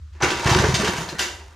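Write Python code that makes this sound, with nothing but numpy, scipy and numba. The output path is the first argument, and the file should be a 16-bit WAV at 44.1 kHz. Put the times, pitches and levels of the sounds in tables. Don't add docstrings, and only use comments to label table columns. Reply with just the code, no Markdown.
import sys
import numpy as np
from scipy import signal
from scipy.fft import rfft, irfft
from scipy.io import wavfile
from scipy.ndimage import uniform_filter1d
from numba import njit

SR = 44100
rng = np.random.default_rng(int(sys.argv[2]) if len(sys.argv) > 2 else 0)


def bounce(signal):
    frames = np.transpose(np.atleast_2d(signal))
    limited = np.clip(frames, -1, 1)
    pcm = np.round(limited * 32767).astype(np.int16)
    wavfile.write(sys.argv[1], SR, pcm)


def ratio_of_db(decibels):
    return 10 ** (np.asarray(decibels, float) / 20)


N = 68355


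def level(x, db):
    return x * ratio_of_db(db) / np.sqrt(np.mean(x ** 2))


def cut(x, hz, kind, order=2):
    return signal.sosfilt(signal.butter(order, hz, kind, fs=SR, output="sos"), x)


def colour(x, points):
    hz, db = np.array(points).T
    size = 2048
    bins_hz = np.arange(size // 2 + 1) * SR / size
    log_gain = np.interp(np.log(bins_hz + 1), np.log(hz), db) * np.log(10) / 20
    cepstrum = irfft(log_gain)
    cepstrum[1:size // 2] *= 2
    cepstrum[size // 2 + 1:] = 0
    h = irfft(np.exp(rfft(cepstrum)))
    return signal.fftconvolve(x, h / np.sqrt(np.sum(h ** 2)))[:N]


@njit
def ring(x, hz, t60):
    y, z = np.empty(len(x)), 0j
    pole = np.exp(2j * np.pi * hz / SR - np.log(1000.) / (t60 * SR))
    for i in range(len(x)):
        z = z * pole + x[i]
        y[i] = z.imag
    return y


def wander(step_s, smooth):
    size = int(step_s * SR)
    return uniform_filter1d(np.repeat(rng.standard_normal(N // size + 1), size), smooth)[:N]


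def body(x, modes):
    wander_db, wander_s = 3, 0.025
    out = np.zeros(N)
    for hz, db, t60 in modes:
        share = rng.standard_normal(N) * ratio_of_db(wander_db * wander(wander_s, int(wander_s * SR)))
        out += ratio_of_db(db) / np.sqrt(t60) * ring(x * share, 1. * hz, 1. * t60)
    power = sum(ratio_of_db(2 * db) for _, db, _ in modes)
    return out / np.sqrt(power * SR / 4 / np.log(1000))


def clicks(rate_per_s):
    scatter_db = 2.5
    hits = (rng.random(N) < rate_per_s / SR) * rng.standard_normal(N)
    return level(hits * ratio_of_db(scatter_db * np.minimum(rng.exponential(size=N), 3)), 0)


def burst(t, s, db, fall_s, rise_s=0.005):
    u = np.maximum(t - s, 0)
    return ratio_of_db(db) * (1 - np.exp(-u / rise_s)) * np.exp(-u / fall_s)


def push(t, s, db, length_s):
    u = (t - s) / length_s
    return ratio_of_db(db) * np.sin(np.pi * np.clip(u, 0, 1)) * np.pi / (2 * length_s * SR)


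# freq_hz [Hz], density_db [dB per Hz]
AIR_SPECTRUM = [(150, -1.5), (400, -11), (800, -21), (1200, -7), (2300, -16), (4400, -14.5), (8000, -16.5),
                (13000, -23)]


def background(t):
    throb_hz, steady, beat_s, beat_null_s = 75.5, 0.063, 0.105, 0.112
    beat = steady * np.clip(t, 0, 1) + np.sin(np.pi * (t - beat_null_s) / beat_s)
    throb = level(np.cos(2 * np.pi * throb_hz * t) * beat, -34.5)
    rumble = level(cut(rng.standard_normal(N + SR), [50, 90], "band", order=4)[SR:], -38)
    mid, side = (level(colour(rng.standard_normal(N), AIR_SPECTRUM), -56.5) for _ in range(2))
    duck_db, duck_at_s, duck_s = -7, 0.22, 0.084
    duck = ratio_of_db(duck_db * np.clip((t - duck_at_s) / duck_s, 0, 1))
    return duck * (throb + rumble) + mid + 0.5 * side * np.array([[1], [-1]])


@njit
def walls(x, lags, gain, damp):
    line, soft, out = np.zeros((8, 4096)), np.zeros(8), np.zeros((2, len(x)))
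    for i in range(len(x)):
        total = 0.
        for k in range(8):
            soft[k] += (1 - damp) * (gain[k] * line[k, (i - lags[k]) & 4095] - soft[k])
            total += soft[k]
            out[k % 2, i] += soft[k]
        for k in range(8):
            line[k, i & 4095] = x[i] + soft[k] - total / 4
    return out


def garage(motor):
    t60_s, damp, wet_db = 0.42, 0.078, -13.5
    lags = rng.integers(500, 2200, 8)
    thin = cut(motor, 196, "high", order=1)
    return ratio_of_db(wet_db) * walls(thin, lags, ratio_of_db(-60 * lags / SR / t60_s), damp)


# start_s [s], level_db [dB], pitch_hz [Hz]
KNOCKS = [(.150, -51.5, 345), (0.231, -15.5, 356), (0.314, -23.5, 350), (0.481, -20, 363),
          (0.552, -14.5, 360), (0.604, -23, 343), (0.636, -12.5, 436.7), (.556, -19.5, 476),
          (.684, -25.5, 374), (0.827, -16.5, 421.4), (0.872, -26, 362), (1.01, -32, 399),
          (1.122, -31.5, 338), (1.133, -29, 475), (1.199, -33.5, 377), (1.26, -34, 350), (1.411, -46, 394)]


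def stand(t):
    t60_s = 0.098
    out = np.zeros(N)
    for start_s, level_db, pitch_hz in KNOCKS:
        shudder = push(t, start_s, level_db, 0.0014)
        shudder += push(t, start_s + 0.0057, level_db + 4.5, 0.00072)
        shudder += push(t, start_s + 0.01264, level_db - 5.5, 0.0017)
        out += ring(shudder, 1. * pitch_hz, t60_s)
    return out


# start_s [s], level_db [dB], fall_s [s], pitch_hz [Hz]
PINGS = [(0.22, -12, 0.0056, 5950), (0.24, -22, .008, 6000), (0.24, -33, 0.0087, 6680),
         (0.23, -17.5, 0.017, 1500), (0.43, -25, 0.015, 930), (0.49, -20, .012, 990),
         (0.53, -12.5, 0.0095, 940), (0.42, -31, 0.0046, 970), (0.59, -22, 0.0097, 6000),
         (0.57, -26, 0.01, 960), (0.74, -19.5, 0.018, 6380), (0.744, -24, 0.0086, 3680),
         (0.741, -23, 0.01, 4740), (0.746, -27, 0.051, 8500), (0.868, -21, 0.013, 900),
         (0.21, -23, 0.028, 960), (.235, -29, 0.018, 760), (.79, -26.5, 0.02, 620), (.81, -30, 0.025, 860),
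         (.85, -25, 0.013, 1000), (0.62, -25.5, .02, 540), (1.04, -39, 0.087, 940), (.31, -33, .05, 350),
         (.24, -28.5, 0.07, 350), (1.087, -35, 0.016, 5900), (1.088, -27, 0.0085, 4140),
         (1.0875, -34, .012, 4960), (1.21, -22, .012, 7200), (1.195, -23, 0.012, 4780),
         (1.1935, -24.5, 0.015, 1530), (1.192, -26, 0.0053, 3250), (1.15, -41, 0.046, 1500),
         (1.15, -39, 0.034, 1920), (1.2, -27.5, 0.013, 1570), (1.222, -26, 0.014, 4900),
         (1.3, -42.5, 0.047, 410), (1.412, -47.5, .03, 860)]


def pings(t):
    t60_s, rise_s, rough_rad = 0.01, 0.0013, 0.16
    out = np.zeros(N)
    for start_s, level_db, fall_s, pitch_hz in PINGS:
        phase = 2 * np.pi * pitch_hz * t + np.cumsum(rough_rad * rng.standard_normal(N))
        scrub = burst(t, start_s, level_db, fall_s, rise_s) * np.sin(phase)
        out += ring(scrub, 1. * pitch_hz, t60_s)
    return out * 2 * np.log(1000) / (t60_s * SR) * ratio_of_db(7.5)


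# start_s [s], level_db [dB], pitch_hz [Hz]
TICKS = [(0.2113, -20, 2130), (0.2264, -6, 2610), (0.2862, -12, 2550), (0.304, -4.5, 2980),
         (.304, -13, 4000), (0.4039, -10, 2150), (0.4393, -19, 4120), (0.449, -15, 3100),
         (0.4654, -14, 2340), (.471, -17, 5600), (0.4932, -5, 3900), (.503, -11, 2780), (0.5276, -6, 5230),
         (0.5456, -9, 2000), (.553, -11, 4500), (0.5853, -11, 2970), (.59, -11, 4200), (.607, -18, 5900),
         (.641, -11, 1500), (0.66, -11, 3000), (0.7406, -12, 2030), (0.7417, -9, 4640), (0.7504, -8, 4300),
         (0.8449, -9, 2230), (0.8714, -8, 2241), (.876, -8, 1100), (0.966, -23, 2790), (1.088, -21, 3880),
         (1.09, -22, 5800), (1.1921, -7, 6650), (1.1947, -7, 3070), (1.201, -12, 4800), (1.208, -14, 3200),
         (1.227, -12, 1890), (1.243, -20, 1700)]


def ticks():
    gain_db, rise_s, fall_s, width = -8.5, 0.00041, 0.0024, 0.14
    out, size = np.zeros(N), 1024
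    u = np.arange(size) / SR
    envelope = (1 - np.exp(-u / rise_s)) * np.exp(-u / fall_s)
    for start_s, level_db, pitch_hz in TICKS:
        band_hz = [pitch_hz * (1 - width), pitch_hz * (1 + width)]
        grit = cut(rng.standard_normal(size), band_hz, "band", order=1)
        out[int(start_s * SR):][:size] += level(grit, level_db + gain_db) * envelope
    return out


# time_s [s], level_db [dB]
EFFORT = [(.205, -43.5), (.25, -33.5), (.36, -35.5), (.43, -33.5), (.47, -27), (.66, -26.5), (.72, -34),
          (.78, -27.5), (.9, -31.5), (1.0, -34.5), (1.07, -41), (1.17, -49.5), (1.3, -50), (1.45, -58)]


def effort(t):
    return (t > EFFORT[0][0]) * ratio_of_db(np.interp(t, *np.array(EFFORT).T))


def clusters():
    bunch_db, bunch_s = 3.5, 0.006
    return ratio_of_db(bunch_db * wander(bunch_s, int(bunch_s * SR) // 2))


# start_s [s], metal_db [dB], casing_db [dB], fall_s [s], pitch_hz of struck part [Hz]
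CLANKS = [(0.123, -57.5, -73, 0.029, 2020), (.144, -64, -52.5, 0.099, 2390),
          (0.201, -49, -27.5, 0.043, 1400), (0.2218, -18, -14.5, 0.026, 5950),
          (0.302, -24.5, -25.5, 0.028, 2880), (0.441, -30, -25.5, 0.019, 4070),
          (0.461, -25.5, -17.5, 0.024, 1500), (0.492, -21.5, -23, 0.03, 3930),
          (0.522, -19, -14.5, 0.0054, 5260), (0.546, -8.5, -11, 0.0029, 4630),
          (0.583, -19.5, -15, 0.016, 6030), (.637, -49, -12.5, 0.0097, 1500),
          (0.7406, -15, -26, 0.017, 4533), (0.844, -19, -22.5, 0.014, 2300),
          (0.87, -20.5, -16.5, 0.014, 2140), (0.962, -28.5, -31, 0.025, 6460),
          (1.085, -29, -32, 0.017, 3870), (1.123, -48, -24, 0.005, 1970), (1.1813, -28, -41, 0.019, 5540),
          (1.1897, -18.5, -34.5, 0.019, 3350), (1.203, -32.5, -31, 0.023, 1930),
          (1.223, -33, -40, 0.052, 5000), (1.403, -78.5, -40.5, 0.012, 1860),
          (1.516, -98.5, -51, 0.038, 1550)]
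# freq_hz [Hz], level_db [dB], t60_s [s]
CASING = [(350, -1, .14), (522, -11, 0.028), (687.7, -6, 0.094), (840, -11, 0.029), (942, 0, 0.075),
          (989.5, -3.5, 0.072), (1169, -6.5, 0.35), (1400, -6.5, 0.099), (1550, -1, 0.029),
          (1789, -5, 0.056), (2101, -8.5, 0.059), (2607, -5, 0.025)]
# freq_hz [Hz], level_db [dB], t60_s [s]
METAL = [(1535, -23, 0.044), (1950, -6.5, 0.036), (2300, -6, 0.03), (2755, -5, 0.037), (3100, -2.5, 0.012),
         (3713, -5.5, 0.024), (4500, -13, 0.13), (4760, -8, 0.014), (5410, -10.5, 0.062),
         (5950, -3, 0.0092), (6710, 0, 0.014), (8500, -26, 0.11), (9900, -26, 0.033), (11600, -11, 0.014)]
# freq_hz [Hz], density_db [dB per Hz]
CRACK = [(290, -73.5), (500, -18.5), (922, -6), (1240, -14), (1560, -5), (2490, -9), (4730, -6.5),
         (11800, -14), (15000, -34)]


def metalwork(t):
    rattle_per_s, chatter_per_s = 6000, 9000
    shake = effort(t) * clusters() * clicks(rattle_per_s)
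    chatter = clicks(chatter_per_s)
    bright_env, dull_env, notes = np.zeros(N), np.zeros(N), np.zeros(N)
    for start_s, metal_db, casing_db, fall_s, pitch_hz in CLANKS:
        bright_env += burst(t, start_s, metal_db, fall_s)
        dull_env += burst(t, start_s, casing_db, fall_s)
        notes += body(burst(t, start_s, metal_db - 7, fall_s) * chatter, [(pitch_hz, 0, 0.007)])
    bright = bright_env * chatter + ratio_of_db(-2.5) * shake
    dull = dull_env * clicks(chatter_per_s) + shake
    crack = ratio_of_db(5) * colour(bright, CRACK)
    thud = ratio_of_db(13) * cut(dull, [300, 1900], "band")
    spring = ratio_of_db(2) * cut(bright * (t > 0.9), [5750, 13500], "band")
    return body(bright, METAL) + notes + crack + body(dull, CASING) + thud + spring


# start_s [s], level_db [dB], pipe_hz [Hz]
PUFFS = [(0.227, -17.5, 121), (0.457, -10, 120), (.484, -22, 150), (0.513, -8.5, 116), (.538, -23, 120),
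         (0.558, -10, 136), (0.583, -16.5, 195), (.598, -10, 110.5), (0.621, -27, 150), (0.642, -13, 96),
         (0.666, -23, 130), (0.685, -11.5, 135), (.715, -27, 139), (0.738, -13.5, 132), (0.797, -16, 205),
         (0.886, -17.5, 181), (0.839, -23.5, 119), (.983, -22, 160), (1.015, -28.5, 170),
         (1.085, -31.5, 174), (1.127, -30, 151), (1.148, -30, 190)]
# freq_hz [Hz], level_db [dB], t60_s [s]
BOOMS = [(70, -7.5, 0.26), (97.4, -15.5, 0.3), (131.7, -11.5, 0.19), (154.3, -26, 0.43), (198, -16.5, 0.22),
         (260, -52, 0.067)]


def puffs(t):
    push_s, suck_s, suck_db, pipe_t60_s, churn_db = 0.0019, 0.0036, -11, 0.07, -2
    shoves, pipe = np.zeros(N), np.zeros(N)
    for start_s, level_db, pipe_hz in PUFFS:
        suck = push(t, start_s - suck_s, level_db + suck_db, suck_s)
        shove = push(t, start_s, level_db, push_s) - suck
        shoves += shove
        pipe += ratio_of_db(3.5) * ring(shove, 1. 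* pipe_hz, pipe_t60_s)
    booms = sum(ratio_of_db(db) * ring(shoves, 1. * hz, t60) for hz, db, t60 in BOOMS)
    churn = ratio_of_db(churn_db) * body(effort(t), BOOMS)
    return cut(pipe + booms + churn, 68, "high")


SIDE_DIP_HZ = [3500, 6200]


def scene():
    t = np.arange(N) / SR
    motor = metalwork(t) + pings(t) + ticks() + stand(t) + puffs(t)
    wet = garage(motor)
    side = cut(wet[0] - wet[1], 1500, "high", order=1)
    side = cut(side, SIDE_DIP_HZ, "bandstop", order=1)
    side += ratio_of_db(-11) * cut(np.roll(motor, int(0.003 * SR)), 4700, "high")
    return motor + wet.sum(axis=0) + ratio_of_db(0.5) * side * np.array([[1], [-1]]) + background(t)


def top_cut(x):
    return signal.sosfilt(signal.butter(12, 15120, fs=SR, output="sos"), x)


def record(dry):
    soft = np.tanh(0.46 * cut(dry, 6950, "low") + 0.21 * dry)
    mix = signal.sosfilt(signal.ellip(6, 0.3, 50, 14000, fs=SR, output="sos"), soft)
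    return top_cut(mix)


dry = scene()
out = record(dry)
bounce(out)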